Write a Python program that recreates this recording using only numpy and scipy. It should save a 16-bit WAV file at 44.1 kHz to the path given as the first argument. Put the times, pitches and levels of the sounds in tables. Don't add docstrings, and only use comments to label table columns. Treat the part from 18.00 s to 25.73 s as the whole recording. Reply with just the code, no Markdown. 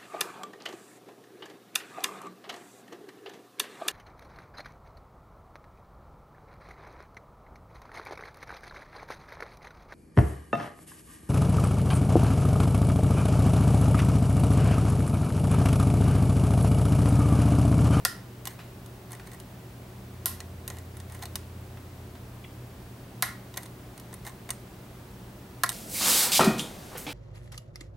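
import sys
import numpy as np
from scipy import signal
from scipy.fft import rfft, irfft, next_fast_len
from scipy.io import wavfile
from scipy.ndimage import uniform_filter1d, map_coordinates

SR = 44100
rng = np.random.default_rng(int(sys.argv[2]) if len(sys.argv) > 2 else 0)


def master(y):
    cut = np.clip(np.atleast_2d(y).T, -1, 1)
    pcm = np.round(cut * 32767)
    wavfile.write(sys.argv[1], SR, pcm.astype(np.int16))


N = 340893

# (time [s], level [dB], relative mount knock [dB], treble shelf [dB],
# contact t60 [s], favoured steel ring [Hz], favoured mount ring [Hz], room [dB])
PIN_SNAPS = [(0.0504, 6, -5, -0.5, 0.0035, 5060, 1520, -9),
             (2.258, 3, -13.5, 3.5, 0.003, 12100, 1000, -4.5), (5.224, 3.5, -3, 2, 0.0028, 4000, 1680, -7),
             (7.6348, 3, 3, -0.5, 0.014, 4360, 1090, -13)]
# (time [s], relative level [dB], relative mount knock [dB],
# treble shelf [dB], favoured ring [Hz])
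PICK_TICKS = [(0.4543, -23.5, -6, 3, 12770), (0.471, -24, -1, -2, 8760), (0.4735, -21, -14, 1.5, 12270),
              (0.861, -38, -6, 2, 9800), (1.119, -29.5, -7, 7, 10380), (1.1305, -31, 0.5, 4, 6270),
              (1.333, -37.5, -2, 3, 8480), (1.4, -33, -11, 1, 10160), (2.4033, -26.5, -3, -5, 8900),
              (2.6781, -20, -9, 6.5, 11700), (2.701, -26.5, 2, 1, 6800), (2.7853, -34.5, -3, 3, 7130),
              (2.9688, -35.5, 1, 6, 10230), (3.0008, -33.5, -1, -3, 8660), (3.1216, -35.5, 0, 2, 9240),
              (3.1486, -35, 3, 7, 9630), (3.2249, -27.5, 0, 1, 4030), (3.234, -31.5, 3.5, 2, 11520),
              (3.2551, -26.5, -10, 2, 4260), (3.3557, -16.5, -9, 4.5, 5080), (5.5402, -33, -3, -4, 3900),
              (5.571, -25, 2, 1, 6400), (5.5738, -19, -3.5, 4.5, 11330), (5.632, -32.5, -16, 4, 9560),
              (5.6606, -36, -12, -3, 10360), (5.9776, -34, -4, 4, 9500), (5.998, -35, -9, 7, 5450),
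              (6.128, -36, 5.5, -2, 8330), (6.14, -30, -10, 10, 9500), (6.2663, -29, 4.5, 7, 4200),
              (6.2748, -31.5, 2, 1, 11820), (6.4906, -30, 8, -1, 8800), (6.5046, -15, -9.5, 4, 8860),
              (7.6616, -26, 2, 6, 4240), (7.6917, -13, -19, 2, 8250), (7.7, -22, -20, 9, 9220),
              (7.7184, -27.5, -4, 5, 11350), (7.7272, -28, -8, 4, 11580)]
# (time [s], level [dB], length [s])
PICK_SLIDES = [(0.449, -51, 0.11), (1.09, -53.5, 0.082), (1.252, -51.5, 0.038), (1.301, -52, 0.065),
               (2.696, -55, 0.09), (3.09, -53, 0.11), (3.207, -44, 0.044), (5.551, -54, 0.135),
               (6.243, -43.5, 0.06)]
# (time [s], level [dB], t60 [s])
FINGER_RUBS = [(0.590, -44, .15), (1.196, -39.5, 0.035), (3.771, -46, 0.037), (4.152, -42, 0.028)]
# (time [s], level [dB], length [s], start [Hz], end [Hz])
TOOL_SQUEAKS = [(4.440, -48.5, 0.013, 3450, 3200), (4.440, -50, .017, 3050, 2650),
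                (4.440, -47, 0.013, 2700, 1790)]
# (centre [Hz], width [Hz], relative prominence [dB])
STEEL_RESONANCES = [(2910, 61, 4.5), (3700, 440, -1), (4230, 130, -1.5), (5650, 130, -23), (6440, 1200, -4),
                    (8610, 1500, 2), (10090, 200, -6), (11500, 150, -2), (12800, 190, -2), (13700, 87, -6),
                    (14300, 190, -8.5)]
# (frequency [Hz], relative level [dB], t60 before damping [s])
MOUNT_MODES = [(726, -6, 0.068), (1055, -0.5, 0.065), (1337, -5.5, 0.054), (1407, 1.5, 0.062),
               (1650, -13, 0.036), (1806, -2, 0.059), (1936, 0, 0.064)]
# (frequency [Hz], relative density [dB per Hz])
SNAP_SPECTRUM = [(200, -46), (700, -3.5), (2000, -23), (2600, -3), (3600, -3), (4700, -2), (5800, -2),
                 (7800, -3.5), (9100, 2.5), (10000, -3), (11200, 3), (12700, 0.5), (13700, -8.5),
                 (16000, -14)]
# (frequency [Hz], relative density [dB per Hz])
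TICK_SPECTRUM = [(200, -53), (800, 8.5), (2000, -6), (2500, 0.5), (3800, 1.5), (5800, 0.5), (8600, -3),
                 (12500, -1), (16000, -9.5)]
# (frequency [Hz], relative density [dB per Hz])
SCRAPE_SPECTRUM = [(300, -17), (850, 13.5), (1400, -2), (1950, 11), (2600, -8), (9000, -8), (16000, -2)]
# (frequency [Hz], relative density [dB per Hz])
THUD_SPECTRUM = [(200, -36), (520, -6.5), (720, -3), (880, -12), (1040, -5), (1200, -3), (1420, 1),
                 (1600, -2.5), (1900, 5.5), (2150, 0), (4000, -45)]
# (frequency [Hz], relative density [dB per Hz])
SKIN_SPECTRUM = [(300, -22), (700, 9.5), (2000, 8), (3600, 2), (6000, -6.5), (15000, -13)]
# (frequency [Hz], t60 [s])
ROOM_T60 = [(300, 0.2), (1600, 0.39), (5000, 0.35), (11000, 0.26), (16000, 0.24)]
# (frequency [Hz], relative density [dB per Hz])
AIR_SPECTRUM = [(12, -50), (20, -18.5), (48, -8.5), (91, -10), (107, -8), (123, -5.5), (146, -12),
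                (187, -8.5), (222, -12), (377, -14.5), (513, -20.5), (590, -18.5), (1530, -27.5),
                (6720, -38), (16000, -38.5)]
# (frequency [Hz], left-right correlation [-])
AIR_CORRELATION = [(60, 1.0), (150, 1), (380, 0.9), (950, 0.59), (2380, 0.29), (5980, 0.5), (15000, 0.75)]
# (frequency [Hz], mean level [dB])
HUM_TONES = [(60, -60), (119.8, -49.5), (191, -59), (374, -62.5), (15734, -71)]

TICK_T60_S = 0.012
KNOCK_LAG_S = 0.0008
SNAG_GAP_S, SNAG_RELATIVE_DB, SNAG_SCATTER_DB = 0.04, -40, 3.5
SNAG_KNOCK_RELATIVE_DB, SNAG_BRIGHT_DB = 4.5, 2
SNAG_RING_LOW_HZ, SNAG_RING_HIGH_HZ = 8200, 10400
DRONE_HZ, DRONE_DB, DRONE_IDLE_DB = 86.2, -44.5, -61.5
DRONE_START_S, DRONE_ATTACK_S, DRONE_HOLD_S, DRONE_RELEASE_S = 1.92, 0.28, 1.45, 1.74
BASS_CUT_HZ, TOP_HZ = 36, 15850


def snaps():
    out = np.zeros((2, N))
    colour = lambda hz: along(SNAP_SPECTRUM, hz)
    for time_s, db, knock_db, bright_db, t60_s, ring_hz, knock_hz, room_db in PIN_SNAPS:
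        crack = contact(colour, bright_db, ring_hz, t60_s, ring_db=-5, ring_t60_s=0.043,
                        accent_db=6.0, wet_db=room_db, near_db=-8)
        balance = amp([[-0.7], [0.7]])
        add(out, time_s, amp(db) * crack * balance)
        knock = mount(damping=1.35, thud_db=-1, thud_t60_s=0.04, rise_s=0.002)
        knock = norm(coloured(knock, lambda hz: 6.5 * bump(hz, knock_hz, 600)))
        knock = in_room(knock, wet_db=room_db + 2.5, near_db=-14)
        add(out, time_s, amp(db + knock_db) * knock)
    return out


def ticks():
    out = np.zeros((2, N))
    for time_s, *strike in PICK_TICKS + snags():
        click, knock = tick(*strike)
        add(out, time_s, click)
        add(out, time_s + KNOCK_LAG_S, knock)
    return out


def tick(db, knock_db, bright_db, ring_hz):
    colour = lambda hz: along(TICK_SPECTRUM, hz) + steel_db(hz)
    click = contact(colour, bright_db, ring_hz, TICK_T60_S, ring_db=-10, ring_t60_s=0.047,
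                    accent_db=8, wet_db=-15.5, near_db=-7.0)
    balance = amp([[-0.8], [0.8]])
    knock = mount(damping=1.3, thud_db=3, thud_t60_s=0.078, rise_s=0.00019)
    soft_blow = [(600, 3.5), (1030, 4.5), (1400, -7.5), (2000, -1.5)]
    knock = coloured(knock, lambda hz: along(soft_blow, hz))
    return amp(db + 11.5) * click * balance, amp(db + knock_db + 9.5) * in_room(knock, wet_db=-14.5)


def snags():
    rows = []
    for start_s, _, length_s in PICK_SLIDES:
        count = max(1, round(length_s / SNAG_GAP_S))
        for k in range(count):
            time_s = start_s + length_s * (k + rng.uniform(0.2, 0.8)) / count
            db = rng.normal(SNAG_RELATIVE_DB, SNAG_SCATTER_DB)
            ring_hz = rng.uniform(SNAG_RING_LOW_HZ, SNAG_RING_HIGH_HZ)
            rows.append((time_s, db, SNAG_KNOCK_RELATIVE_DB, SNAG_BRIGHT_DB, ring_hz))
    return rows


def slides():
    out = np.zeros((2, N))
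    for time_s, db, length_s in PICK_SLIDES:
        n = int(length_s * SR)
        friction = 0.075 * rng.standard_normal(n)
        catches = (rng.random(n) < 900 / SR) * rng.uniform(-1.2, 1, n)
        scrape = coloured(friction + catches, lambda hz: along(SCRAPE_SPECTRUM, hz) + steel_db(hz))
        add(out, time_s, in_room(amp(db) * unit(scrape) * np.hanning(n), wet_db=-9))
    return out


def contact(colour, bright_db, ring_hz, t60_s, ring_db, ring_t60_s, accent_db, wet_db, near_db):
    t = np.arange(SR // 4) / SR
    blow, after_ring = rng.standard_normal((2, len(t)))
    impacts = norm(blow * fade(t, t60_s) * (1 - np.exp(-t / 0.00025)))
    burst = impacts + amp(ring_db) * norm(after_ring * fade(t, ring_t60_s))
    spectrum = rfft(burst)
    power = np.abs(uniform_filter1d(np.abs(spectrum) ** 2, size=300))
    burst = norm(irfft(spectrum / np.sqrt(power + 1e-9))[:len(t) // 2])
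    shelf = [(6500, 0.0044), (10000, bright_db)]
    response_db = lambda hz: colour(hz) + along(shelf, hz) + accent_db * bump(hz, ring_hz, 780)
    steel = coloured(signal.unit_impulse(SR // 20), response_db)
    heard = close_by(burst, near_db) + amp(wet_db) * room_tail()
    return signal.fftconvolve(heard, norm(steel)[None], axes=1)


def steel_db(hz):
    return sum((7.0 + db / 2 + rng.normal(0, 1.85)) * bump(hz, centre_hz, width_hz)
               for centre_hz, width_hz, db in STEEL_RESONANCES)


def mount(damping, thud_db, thud_t60_s, rise_s):
    t = np.arange(SR // 4) / SR
    ring = 0
    for hz, db, t60_s in MOUNT_MODES:
        level = amp(db + rng.normal(0, 2.3))
        ring = ring + level * fade(t * damping, t60_s) * np.sin(2 * np.pi * (hz * t + rng.random()))
    thud = rng.standard_normal(len(t)) * fade(t, thud_t60_s)
    thud = coloured(thud, lambda hz: along(THUD_SPECTRUM, hz))
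    onset = 1 - np.exp(-(t / rise_s) ** 2)
    return norm((norm(ring) + amp(thud_db) * norm(thud)) * onset)


def handling():
    out, t = np.zeros((2, N)), np.arange(SR // 4) / SR
    for time_s, db, t60_s in FINGER_RUBS:
        rub = unit(coloured(rng.standard_normal(len(t)), lambda hz: along(SKIN_SPECTRUM, hz)))
        envelope = fade(t, t60_s) * (1 - np.exp(-t / 0.00079))
        add(out, time_s, in_room(amp(db) * rub * envelope, wet_db=-5.5))
    for time_s, db, length_s, start_hz, end_hz in TOOL_SQUEAKS:
        n = int(length_s * SR)
        pitch_hz = np.linspace(start_hz, end_hz, n) * (1 + 0.033 * wobble(480)[:n])
        squeak = np.sin(2 * np.pi * np.cumsum(pitch_hz) / SR) * signal.windows.tukey(n)
        add(out, time_s, in_room(amp(db) * squeak, wet_db=-10))
    return out


def drone():
    t = np.arange(N) / SR
    corners_s = np.cumsum([DRONE_START_S, DRONE_ATTACK_S, DRONE_HOLD_S, DRONE_RELEASE_S])
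    level_db = np.interp(t, corners_s, [DRONE_IDLE_DB, DRONE_DB, DRONE_DB, DRONE_IDLE_DB])
    return amp(level_db) * unit(np.sin(2 * np.pi * DRONE_HZ * t + 0.69 * wobble(2.76)))


def background():
    t = np.arange(N) / SR
    angle = lambda hz: np.arccos(np.clip(along(AIR_CORRELATION, hz), -1, 1)) / 2
    response = lambda hz: amp(along(AIR_SPECTRUM, hz)) * np.array([np.cos(angle(hz)), np.sin(angle(hz))])
    mid, side = filtered(rng.standard_normal((2, N)), response)
    air = amp(-46.5) * unit(np.array([mid + side, mid - side]))
    hum = sum(amp(db + 0.9 * wobble(4)) * unit(np.sin(2 * np.pi * hz * t + 0.3 * wobble(3)))
              for hz, db in HUM_TONES)
    return air + hum


def in_room(x, wet_db, near_db=-11):
    reverb = signal.fftconvolve(x[None], room_tail(), axes=1)[:, :SR // 2]
    return close_by(x, near_db) + amp(wet_db) * reverb


def close_by(x, near_db, near_t60_s=0.027):
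    t = np.arange(SR // 2) / SR
    echoes = rng.standard_normal((2, len(t))) * fade(t, near_t60_s) * (1 - np.exp(-t / 0.0013))
    answer = signal.unit_impulse(len(t)) + np.sqrt(2) * amp(near_db) * norm(echoes)
    return signal.fftconvolve(x[None], answer, axes=1)[:, :len(t)]


def room_tail():
    hz, t, z = signal.stft(rng.standard_normal((3, SR // 2)), SR, nperseg=256)
    decayed = z * fade(t, along(ROOM_T60, hz)[:, None])
    tails = signal.istft(decayed, SR, nperseg=256)[1][:, :SR // 2]
    t = np.arange(SR // 2) / SR
    shared = 1.26 * tails[2]
    return np.sqrt(2) * norm((tails[:2] + shared) * (1 - np.exp(-t / 0.0044)))


def amp(db):
    return 10 ** (np.asarray(db) / 20)


def unit(x):
    return x / np.sqrt(np.mean(x ** 2) + 1e-20)


def norm(x):
    return x / np.sqrt(np.sum(x ** 2) + 1e-20)


def along(points, hz):
    point_hz, values = np.transpose(points)
    return np.interp(np.log(hz + 1), np.log(point_hz + 1), values)


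def bump(hz, centre_hz, width_hz):
    return 1 / (1 + (2 * (hz - centre_hz) / width_hz) ** 2)


def fade(t, t60_s):
    return np.exp(-np.log(1000) * t / np.maximum(t60_s, 1e-4))


def wobble(rate_hz):
    knots = rng.standard_normal(int(N * rate_hz / SR) + 4)
    return map_coordinates(knots, [np.arange(N) * rate_hz / SR])


def filtered(x, response):
    n = x.shape[-1]
    m = next_fast_len(n + SR // 2)
    return irfft(rfft(x, m) * response(np.fft.rfftfreq(m, 1 / SR)), m)[..., :n]


def coloured(x, level_db, size=2048):
    cepstrum = irfft(np.log(amp(level_db(np.fft.rfftfreq(size, 1 / SR)))))
    cepstrum[1:size // 2] *= 2
    cepstrum[size // 2 + 1:] = 0
    impulse_response = irfft(np.exp(rfft(cepstrum)))
    return signal.fftconvolve(x, impulse_response)[:len(x)]


def add(track, time_s, x):
    start = int(np.clip(round(time_s * SR), 0, N - 1))
    track[..., start:start + x.shape[-1]] += x[..., :N - start]


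def scene():
    return background() + drone() + snaps() + slides() + handling() + ticks()


def record(dry):
    bass_cut = filtered(dry, lambda hz: hz ** 2 / np.sqrt(hz ** 4 + BASS_CUT_HZ ** 4))
    return filtered(bass_cut, lambda hz: 1 / (1 + (hz / TOP_HZ) ** 200))


dry = scene()
out = record(dry)
master(out)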